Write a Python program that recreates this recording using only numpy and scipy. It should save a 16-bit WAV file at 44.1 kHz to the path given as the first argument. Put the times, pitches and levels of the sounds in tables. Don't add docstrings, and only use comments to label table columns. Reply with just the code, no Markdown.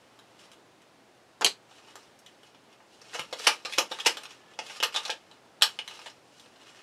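import sys
import numpy as np
from scipy import signal
from scipy.fft import rfft, irfft, next_fast_len
from scipy.io import wavfile

SR = 44100
rng = np.random.default_rng(int(sys.argv[2]) if len(sys.argv) > 2 else 0)


def inscribe(sig):
    pcm = np.round(np.clip(np.atleast_2d(sig).T, -1, 1) * 32767)
    wavfile.write(sys.argv[1], SR, pcm.astype(np.int16))


def gain_from_db(level_db):
    decades = np.asarray(level_db, float) / 20
    return 10 ** decades


N = 300934
PLACES = 4

# (frequency [Hz], density [dB per Hz])
AIR_SPECTRUM = [(15, -37.5), (25, -30), (127, -8.5), (317, -2.5), (463, -4), (796, -4.5), (1160, -9),
                (2350, -14), (2990, -15), (3250, -15.5), (5430, -20), (9570, -27), (13600, -37),
                (16000, -37)]
# (frequency [Hz], level [dB rms])
MAINS_HUM = [(118.4, -77.5)]
# (frequency [Hz], density [dB per Hz])
PAPER_SPECTRUM = [(120, -48.5), (200, -16.5), (867, -11), (1710, -9), (2860, -3), (3190, -7), (4350, -7),
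                  (9060, -14), (13300, -23), (16000, -20)]
# (start [s], hold [s], level [dB], brightness [dB])
SLIDES = [(0.01, 0.33, -73, -7), (0.414, 0.023, -54.5, 1.5), (1.74, 0.028, -57.5, 3),
          (1.88, .02, -51.5, -2), (1.958, 0.095, -63.5, 4.5), (2.28, 0.025, -67, 5),
          (2.45, 0.025, -62.5, 1), (2.697, 0.028, -62.5, -7), (2.918, 0.016, -66.5, 10.5),
          (3.035, 0.11, -55.5, 0), (3.148, 0.04, -46, 1.5), (3.408, 0.032, -44, 5),
          (3.484, 0.011, -35.5, -1.5), (3.695, 0.083, -46, 4), (3.922, 0.1, -45.5, -1),
          (4.112, 0.089, -46, -2), (4.308, 0.012, -50.5, -1), (4.38, .06, -65.5, -20),
          (4.512, 0.017, -58, -10), (4.656, 0.11, -46, 1), (4.944, .11, -40, -2), (5.22, .15, -65, -6),
          (5.705, 0.016, -51, 1.5), (5.878, 0.066, -49.5, 0), (6.033, 0.023, -51.5, -3),
          (6.08, 0.031, -62, 6), (6.294, 0.19, -69, 9), (6.618, 0.22, -53.5, -3)]
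# (frequency [Hz], width [Hz], level [dB])
DECK_RINGS = [(480, 85, 5), (889, 62, 3.5), (1200, 120, 1), (1600, 100, -3.5), (2540, 70, 0),
              (2923, 96, -1), (3900, 97, -14.5), (5490, 160, -9)]
# (frequency [Hz], T60 [s])
ROOM_DECAY = [(200, 0.21), (530, 0.17), (1390, 0.17), (3680, 0.15), (9700, 0.14)]
# (delay [s], level [dB])
NEAR_ECHOES = [
    (.0025, -5),
    (.0062, -8.5),
    (0.01, -8.5),
]
# (time [s], peak [dB], packet knock re peak [dB], edge tick re peak [dB])
FINGER_SHIFTS = [(0.1897, -42, -3, 6), (0.5158, -39, -7, 5), (0.532, -44.5, -3, 7.5),
                 (0.818, -47.5, -19, 5), (1.7112, -47.5, 5, -10), (1.7829, -44, -0.5, -10),
                 (1.884, -45, 2, -5), (2.1897, -57, -6, 24.5), (2.262, -39, -26, 8.5), (2.432, -42, -2, 3),
                 (2.547, -45, -2, -12), (2.727, -46, -10, -2), (2.802, -58, 17.5, -11),
                 (4.2344, -32, -3.5, 9.5), (4.5365, -40, -14, -17.5), (6.4593, -44, -3.5, -11),
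                 (6.5587, -46, -2, -9)]
# (time [s], peak [dB], packet knock re peak [dB], edge tick re peak [dB], flex pitch [Hz])
EDGE_CRACKS = [(1.4108, -22.5, 7.5, 3, 4900), (1.446, -1, -11.5, 4, 3200), (1.451, -15, -3.5, 1.5, 3630),
               (1.4632, -3, -10, -12.5, 3900), (1.9555, -38.5, 6.5, 12.5, 3320),
               (3.194, -19.5, -0.5, 0.5, 2530), (3.4715, 0, -5, -5, 4700), (3.7357, -19, -23, -3, 2540),
               (3.783, -6, -3, -23, 2680), (3.7849, -3, -18, 0.5, 4180), (4.0635, -5.5, -6.5, -18, 5630),
               (4.0673, -4, -16, 5.5, 5000), (4.1706, -20.5, -5, 0, 3200), (4.5898, -17.5, -3, -14, 2750),
               (4.8019, -18.5, -7.5, -13, 3160), (4.833, -7.5, -31, 2, 2950),
               (4.8355, -10.5, -8, -13, 2780), (5.0953, -29, 13, -25, 2250),
               (5.3127, -37.5, -4.5, -18, 3780), (5.612, -27, -2, -9.5, 3520), (5.6216, 1, -19, 5.5, 3360),
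               (5.7894, -15.5, -10, -16, 3050), (5.8777, -22.5, -10.5, -2, 3300),
               (6.397, -36.5, -20.5, 4, 3450)]
# (time [s], peak [dB], packet knock re peak [dB], flex pitch [Hz])
FLAT_TAPS = [(1.4165, -23, 10.5, 5000), (1.421, -25.5, 15, 3240), (3.0155, -37.5, -6, 5270),
             (3.1326, -34.5, 6, 2950), (3.139, -31, -6, 6500), (3.1881, -31.5, 7, 4440),
             (3.398, -30, 1, 2840), (3.6496, -23.5, -15, 2680), (3.655, -23, -2, 4400),
             (3.696, -34, 3, 4290), (3.9125, -31, -12, 3520), (3.916, -20.5, -2.5, 3450),
             (4.2519, -31, -7.5, 3030), (4.3062, -36, -7, 2460), (4.6728, -41, -11, 3040),
             (4.6969, -32, 1, 2760), (4.7597, -37.5, 4, 2120), (4.8266, -11, -1.5, 2940),
             (4.943, -22.5, -8, 3140), (4.948, -21, -1, 3600), (4.961, -12.5, -8.5, 3500),
             (4.969, -22.5, -17, 3030), (5.051, -21.5, -25, 4060), (5.055, -27.5, -0.5, 3830),
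             (5.08, -24.5, -7, 5060), (5.1007, -16.5, -22, 3300), (5.63, -8, -13, 4670),
             (5.9097, -33.5, -0.5, 3030), (6.066, -36, -1.5, 3400), (6.099, -35.5, -10, 5100)]
# (time [s], peak [dB], packet knock re peak [dB], flex pitch [Hz])
PACKET_BRUSHES = [(3.1452, -24.5, -1.5, 2500), (3.158, -36.5, -3, 5940), (3.203, -32, -6.5, 2770),
                  (3.31, -43, -7, 5120), (3.3267, -24.5, 0, 3700), (3.4584, -25, -8, 3340),
                  (3.4681, -5.5, -13, 2380), (3.7226, -25, -12, 3280), (3.7777, -18, -6, 2900),
                  (3.9868, -26.5, 0, 3700), (3.9983, -22.5, -18, 3140), (4.048, -23, -11.5, 3490),
                  (4.0594, -10.5, -5.5, 2680), (4.9298, -43, -10, 3010), (5.6275, -21, -22, 3570),
                  (5.99, -37.5, 5.5, 5250), (6.0588, -33.5, 2, 2900)]
# (time [s], peak [dB], pitch [Hz])
LANDINGS = [(1.41, -36, 447), (1.4471, -28.5, 406), (1.9548, -49.5, 425), (3.139, -44, 483),
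            (3.1907, -42.5, 393), (3.196, -37.5, 149), (3.327, -35.5, 560), (3.4715, -28.5, 480),
            (3.65, -38, 496), (3.7825, -21.5, 535), (3.785, -40, 258), (3.474, -37.5, 248),
            (4.066, -31, 272), (3.9135, -33, 520), (4.0637, -26, 484), (4.171, -64, 398),
            (4.59, -36, 480.0), (4.802, -36.5, 480), (4.827, -56, 406), (4.949, -48, 485),
            (5.0962, -42, 510.0), (5.6216, -44, 480.0), (5.7895, -41, 455)]
# (from [s], to [s])
LONE_CARD_TIME = (1.3, 1.6)
# (frequency [Hz], width [Hz], level [dB])
LONE_CARD_RING = (6800, 440, 2)
# (start [s], length [s], level [dB], pitch [Hz], width [Hz])
THUMB_DRAG = (4.385, .16, -63, 1725, 22)


def rms_one(x):
    return x / np.sqrt(np.mean(x ** 2) + 1e-20)


def peak_one(x):
    return x / np.abs(x).max()


def at_hz(points, hz):
    table_hz, value = np.array(points).T
    return np.interp(np.log(hz), np.log(table_hz), value)


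def band(x, low_hz, high_hz):
    edges = [low_hz, min(high_hz, .47 * SR)]
    return signal.sosfilt(signal.butter(2, edges, "band", fs=SR, output="sos"), x)


def resonance(x, hz, width):
    r = np.exp(-np.pi * width / SR)
    poles = [1, -2 * r * np.cos(2 * np.pi * hz / SR), r * r]
    return signal.lfilter([(1 - r * r) / 2, 0, (r * r - 1) / 2], poles, x)


def coloured(x, spectrum):
    size = next_fast_len(N)
    hz = np.maximum(np.fft.rfftfreq(size, 1 / SR), 1)
    return rms_one(irfft(rfft(x, size) * gain_from_db(at_hz(spectrum, hz)), size)[:N])


def drift(rate):
    r = np.exp(-2 * np.pi * rate / SR)
    return rms_one(signal.lfilter([1], [1, -2 * r, r * r], rng.standard_normal(N + SR))[SR:])


def room_tone():
    t = np.arange(N) / SR
    hum = 0
    for hz, db in MAINS_HUM:
        level = gain_from_db(db + 2.5 + 0.5 * drift(1.4))
        hum = hum + level * np.sin(2 * np.pi * hz * t + 0.71 * drift(3))
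    air_level = gain_from_db(-59 + 0.32 * drift(0.9))
    return air_level * coloured(rng.standard_normal(N), AIR_SPECTRUM) + hum


def sliding():
    rise_db_per_s, fall_db_per_s, resting_db = 244, 224.5, -77
    t = np.arange(N) / SR
    grains = rng.standard_normal(N) * gain_from_db(4.0 * drift(400) + 2.5 * drift(40))
    rub = coloured(grains, PAPER_SPECTRUM)
    top = band(rub, 2300, 23000)
    body_level = top_level = gain_from_db(resting_db)
    for start, hold, level_db, bright_db in SLIDES:
        before = np.maximum(start - t, 0)
        after = np.maximum(t - start - hold, 0)
        fade_db = rise_db_per_s * before + fall_db_per_s * after
        stroke = gain_from_db(level_db - np.minimum(fade_db, 100.))
        body_level = body_level + stroke
        top_level = top_level + stroke * gain_from_db(bright_db)
    return body_level * (rub - top) + top_level * top


def deck(held):
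    grip_db = 3 * rng.standard_normal((len(DECK_RINGS), PLACES, 1))
    rings = 0
    for (hz, width, db), grip in zip(DECK_RINGS, grip_db):
        rings = rings + gain_from_db(db + grip) * resonance(held, hz, width)
    return held + rings


def room(x, tail_db):
    size = 16384
    t = np.arange(size) / SR
    edges = 120 * 2 ** np.arange(0, 7.6, .5)
    white = rng.standard_normal((2, PLACES, size))
    tail = 0
    for k, (low, high) in enumerate(zip(edges, edges[1:])):
        t60 = at_hz(ROOM_DECAY, np.sqrt(low * high))
        tail = tail + band(white[k % 2], low, high) * gain_from_db(-60 * t / t60)
    response = gain_from_db(tail_db) * tail * (1 - np.exp(-t / 0.0018))
    response[:, 0] = 1
    for delay, db in NEAR_ECHOES:
        arrival = (delay * SR * rng.uniform(.8, 1.2, PLACES)).astype(int)
        response[np.arange(PLACES), arrival] += gain_from_db(db)
    return signal.fftconvolve(x, response, axes=1)[:, :N].sum(axis=0)


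def contacts():
    found = []
    for row in EDGE_CRACKS:
        found.append((*row, 0.00097 * gain_from_db(-0.13 * (row[1] + 22))))
    for s, db, knock, hz in FLAT_TAPS:
        found.append((s, db, knock, -7, hz, .0023))
    for s, db, knock, hz in PACKET_BRUSHES:
        found.append((s, db, knock, -3, hz, .0046))
    for row in FINGER_SHIFTS:
        found.append((*row, 3100, .0015))
    return found


def slaps():
    size = 2048
    out = np.zeros((PLACES, N + size))
    t = np.arange(size) / SR
    for k, (s, peak_db, knock_db, tick_db, flex_hz, length) in enumerate(contacts()):
        age = t / np.clip(length, .0002, .02)
        cracks = rng.standard_normal((3, size)) ** 3
        force = cracks * (1 - np.exp(-age * 5.7)) * np.exp(-age)
        force[:, 1:4] += 0.002 / length
        broad = band(force[0], 1700, 7530)
        flex = peak_one(resonance(broad, flex_hz, 850) + .27 * broad)
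        knock = gain_from_db(knock_db - 4.5) * peak_one(band(force[1], 594, 1800))
        tick = gain_from_db(tick_db - 6.5) * peak_one(band(force[2], 5350, 13500))
        at = int(s * SR)
        out[k % PLACES, at:at + size] += gain_from_db(peak_db + 1.0) * (flex + knock + tick)
    return out[:, :N]


def thuds():
    size = 2048
    out = np.zeros(N + size)
    push = np.r_[np.hanning(40), np.zeros(size - 40)]
    for s, peak_db, hz in LANDINGS:
        ring = resonance(push, hz, 93) + 0.34 * resonance(push, 0.61 * hz, 99)
        at = int(s * SR)
        out[at:at + size] += gain_from_db(peak_db + 1) * peak_one(ring)
    return out[:N]


def on_table(card):
    bounce_s, bounce_db = .00027, -9.5
    hz, width, db = LONE_CARD_RING
    card = card + gain_from_db(db) * resonance(card, hz, width)
    return card + gain_from_db(bounce_db) * np.roll(card, int(bounce_s * SR + .5), axis=1)


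def squeak():
    start, length, db, hz, width = THUMB_DRAG
    t = np.arange(N) / SR
    swell = np.sin(np.pi * np.clip((t - start) / length, 0, 1)) ** .5
    once = resonance(rng.standard_normal(N), hz, width)
    return gain_from_db(db) * swell * rms_one(resonance(once, hz, width))


def scene():
    cards = gain_from_db(-4.5) * slaps()
    cards[0] += gain_from_db(-8) * sliding()
    t = np.arange(N) / SR
    lone = (t > LONE_CARD_TIME[0]) & (t < LONE_CARD_TIME[1])
    held = deck(cards * ~lone)
    card = on_table(cards * lone)
    thud = thuds()
    held[1] += thud * ~lone
    card[1] += thud * lone
    heard = room(held, tail_db=-24.5) + room(card, tail_db=-27.5)
    heard = band(heard, 140, 9700)
    return (heard + room_tone() + squeak())[None]


def band_limit(x):
    return signal.sosfilt(signal.butter(12, 16480, fs=SR, output="sos"), x)


def record(dry):
    soft = .93 * np.tanh(dry / .93)
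    rounded = .5 * soft + .5 * np.clip(dry, -.9, .9)
    treble_stop = signal.cheby2(10, 50, 16600, fs=SR, output="sos")
    mix = signal.sosfilt(treble_stop, rounded)
    return band_limit(mix)


dry = scene()
out = record(dry)
inscribe(out)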